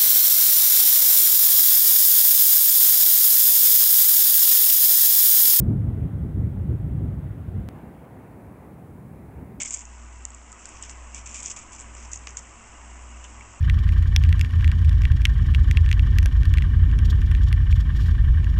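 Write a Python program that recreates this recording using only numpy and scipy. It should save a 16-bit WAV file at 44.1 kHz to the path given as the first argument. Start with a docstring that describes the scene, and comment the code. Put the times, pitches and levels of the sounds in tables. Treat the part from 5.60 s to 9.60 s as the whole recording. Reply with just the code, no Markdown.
"""A high bridge over a wide river in flood. On the open deck, gusts buffet the microphone over the water's
far, dull rush, with no single splashes. Halfway, the sound cuts with a click to a sheltered spot by a
brick pier, where the wind is only a soft flutter and the water comes forward.
A faint microphone hiss lies under both spots."""
import sys
import numpy as np
from scipy import signal
from scipy.fft import rfft, irfft, next_fast_len
from scipy.io import wavfile
from scipy.ndimage import uniform_filter1d, map_coordinates

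SR = 44100
rng = np.random.default_rng(int(sys.argv[2]) if len(sys.argv) > 2 else 0)


def wav_out(sig):
    """Save sig, one row per channel (or a flat mono array), as 16-bit PCM at SR to the path in sys.argv[1]."""
    wavfile.write(sys.argv[1], SR, np.round(np.clip(np.atleast_2d(sig).T, -1, 1) * 32767).astype(np.int16))


N = 176400
CUT_S = 2.0883  # from the deck to the pier


def amp(db):
    """Decibels to gain."""
    return 10 ** (np.asarray(db) / 20)


def unit(x):
    """Scale to rms 1."""
    return x / np.sqrt(np.mean(x ** 2) + 1e-20)


def curves(rows):
    """One envelope for each column after the time, with a value per sample."""
    times, *columns = np.transpose(rows)
    return [np.interp(np.arange(N) / SR, times, column) for column in columns]


def wobble(rate_hz):
    """A smooth random drift through rate_hz points a second."""
    return map_coordinates(rng.standard_normal(2048), [np.arange(N) * rate_hz / SR], mode="wrap")


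def filtered(x, gain_at):
    """Filter x with a gain given as a function of frequency in Hz."""
    size = next_fast_len(N + SR // 2)
    hz = np.fft.rfftfreq(size, 1 / SR)
    return irfft(rfft(x, size) * gain_at(hz), size)[:N]


def coloured(x, spectrum):
    """Equalise x through (Hz, dB) points on a log frequency axis, then scale to rms 1."""
    points_hz, points_db = np.transpose(spectrum)

    def gain_at(hz):
        return amp(np.interp(np.log(hz + 1), np.log(points_hz), points_db, right=-120))
    return unit(filtered(x, gain_at))


def churn(patchy_db):
    """White noise that swells and sinks in random patches of time and frequency."""
    spectrogram = signal.stft(rng.standard_normal(N), nperseg=512)[2]
    patches = uniform_filter1d(rng.standard_normal(spectrogram.shape), 5, axis=0)  # smooth in frequency
    patches = unit(uniform_filter1d(patches, 14, axis=1))  # and in time
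    return signal.istft(spectrogram * amp(patchy_db * patches), nperseg=512)[1][:N]


def turbulence(spectrum, lump_db, lump_hz):
    """Pressure lumps of uneven size pass the microphone port."""
    lumps = rng.standard_normal(N) * amp(lump_db * wobble(lump_hz))
    return coloured(lumps, spectrum)


def deck_wind():
    """Gusts thump on the microphone; the stronger they blow, the more fine eddies they tear off."""
    # The gusts on the open deck. Each row: time in seconds, strength in dB.
    gusts = [(0, -21), (.1, -19.5), (.22, -26.5), (.28, -21.5), (.35, -28.5), (.43, -23), (.5, -28),
             (.65, -24.5), (.72, -29.5), (.77, -23), (.87, -24.5), (.91, -29), (1.07, -25.5), (1.12, -21.5),
             (1.18, -29), (1.44, -24), (1.63, -32), (1.87, -33.5), (1.94, -27), (2.08, -32)]
    # The tone of the deep buffeting. Each row: frequency in Hz, relative level in dB.
    buffet_tone = [(20, -46), (30, -29), (40, -15.5), (58, -2), (90, 0.5), (130, -1), (200, -10.5),
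                   (300, -18), (450, -31), (700, -44), (1500, -70)]
    # The brighter tone of the eddies. Each row: frequency in Hz, relative level in dB.
    eddy_tone = [(80, -24.5), (170, -2), (280, -2.5), (400, -8.5), (600, -19.5), (1000, -32), (2500, -57)]
    strong_gust_db, eddy_growth = -26, 1.62  # growth in dB per dB of wind
    strength_db, = curves(gusts)
    eddy_db = -44 + eddy_growth * (strength_db - strong_gust_db)
    thumps = amp(strength_db) * turbulence(buffet_tone, lump_db=1, lump_hz=30)
    eddies = amp(eddy_db) * turbulence(eddy_tone, lump_db=2.5, lump_hz=40)
    return thumps + eddies


def sheltered_wind():
    """Behind the pier only a soft flutter reaches the microphone."""
    # The breeze in the shelter. Each row: time in seconds, strength in dB.
    breeze = [(2.09, -40), (2.35, -43), (2.55, -45.5), (2.9, -42.5), (3.17, -47), (3.3, -42), (3.68, -44),
              (3.8, -37.5), (3.93, -42), (4, -38.5)]
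    # The tone of the low flutter. Each row: frequency in Hz, relative level in dB.
    flutter_tone = [(20, -44), (35, -23), (60, 0), (100, -0.5), (170, 0), (260, -6), (400, -15.5),
                    (700, -26), (1500, -60)]
    strength_db, = curves(breeze)
    return amp(strength_db) * turbulence(flutter_tone, lump_db=1.5, lump_hz=22)


def open_river():
    """Countless far waves merge into one steady, slightly churning rush."""
    # The river's tone from the deck. Each row: frequency in Hz, relative level in dB.
    rush_tone = [(40, -16.5), (200, 7), (450, 2.5), (700, 1.5), (1000, -5.5), (1400, -7), (1650, -10.5),
                 (2000, -11), (2500, -18), (3600, -24), (4200, -32.5), (6000, -44)]
    level_db = -50 + 0.4 * wobble(rate_hz=4.2)
    return amp(level_db) * coloured(churn(patchy_db=0.85), rush_tone)


def pier_river():
    """The water rushes by the pier; its spray fades as the microphone turns away."""
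    # The water's balance. Each row: time in seconds, rush level in dB, spray level in dB.
    levels = [(2.09, -48.5, -72), (2.4, -49, -74), (2.8, -48.5, -81), (3.2, -51, -78), (3.55, -50.5, -82),
              (3.75, -49.5, -84), (4, -50, -80)]
    # The river's tone by the pier. Each row: frequency in Hz, relative level in dB.
    rush_tone = [(40, -24), (200, 5), (420, 4), (600, 0), (780, 0.5), (1000, -3.5), (1250, -8.5),
                 (1700, -12.5), (2150, -13.5), (2550, -19.5), (3100, -32), (4200, -36), (6000, -56)]
    # The bright tone of the spray. Each row: frequency in Hz, relative level in dB.
    spray_tone = [(1200, -25), (2200, 0.5), (2900, 1), (3600, -6.5), (5000, -15), (8000, -35)]
    rush_db, spray_db = curves(levels)
    drift_db = 0.51 * wobble(rate_hz=5.87)
    rush = amp(rush_db + drift_db) * coloured(churn(patchy_db=1.12), rush_tone)
    spray = amp(spray_db) * coloured(churn(patchy_db=2.0), spray_tone)
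    return rush + spray


def cut_click(level_db=-24.5, sink_s=0.0016):
    """The pressure sinks, then snaps back in one step where the two spots are joined."""
    until_cut_s = CUT_S - np.arange(N) / SR
    return -amp(level_db) * (until_cut_s > 0) * np.exp(-np.abs(until_cut_s / sink_s))


def microphone_hiss(level_db=-70):
    """The microphone's own noise, faint and steady."""
    # The airy tone of the hiss. Each row: frequency in Hz, relative level in dB.
    hiss_tone = [(500, -8), (4000, -6.5), (5500, -5.5), (7000, -2), (9500, 2), (12000, 1), (16000, 1.7)]
    return amp(level_db) * coloured(rng.standard_normal(N), hiss_tone)


def scene():
    """First the open deck, then the shelter by the pier, with hiss under both."""
    deck = deck_wind() + open_river()
    shelter = sheltered_wind() + pier_river()
    crossfade = np.clip((np.arange(N) / SR - CUT_S) / 0.003 + 0.5, 0, 1)  # 3 ms long
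    outdoors = (1 - crossfade) * deck + crossfade * shelter
    return (outdoors + cut_click() + microphone_hiss())[None]


def record(dry):
    """A brick-wall low-pass takes off the very top of the treble."""
    top_hz = 15800
    return filtered(dry[0], lambda hz: hz < top_hz)[None]


dry = scene()
out = record(dry)
wav_out(out)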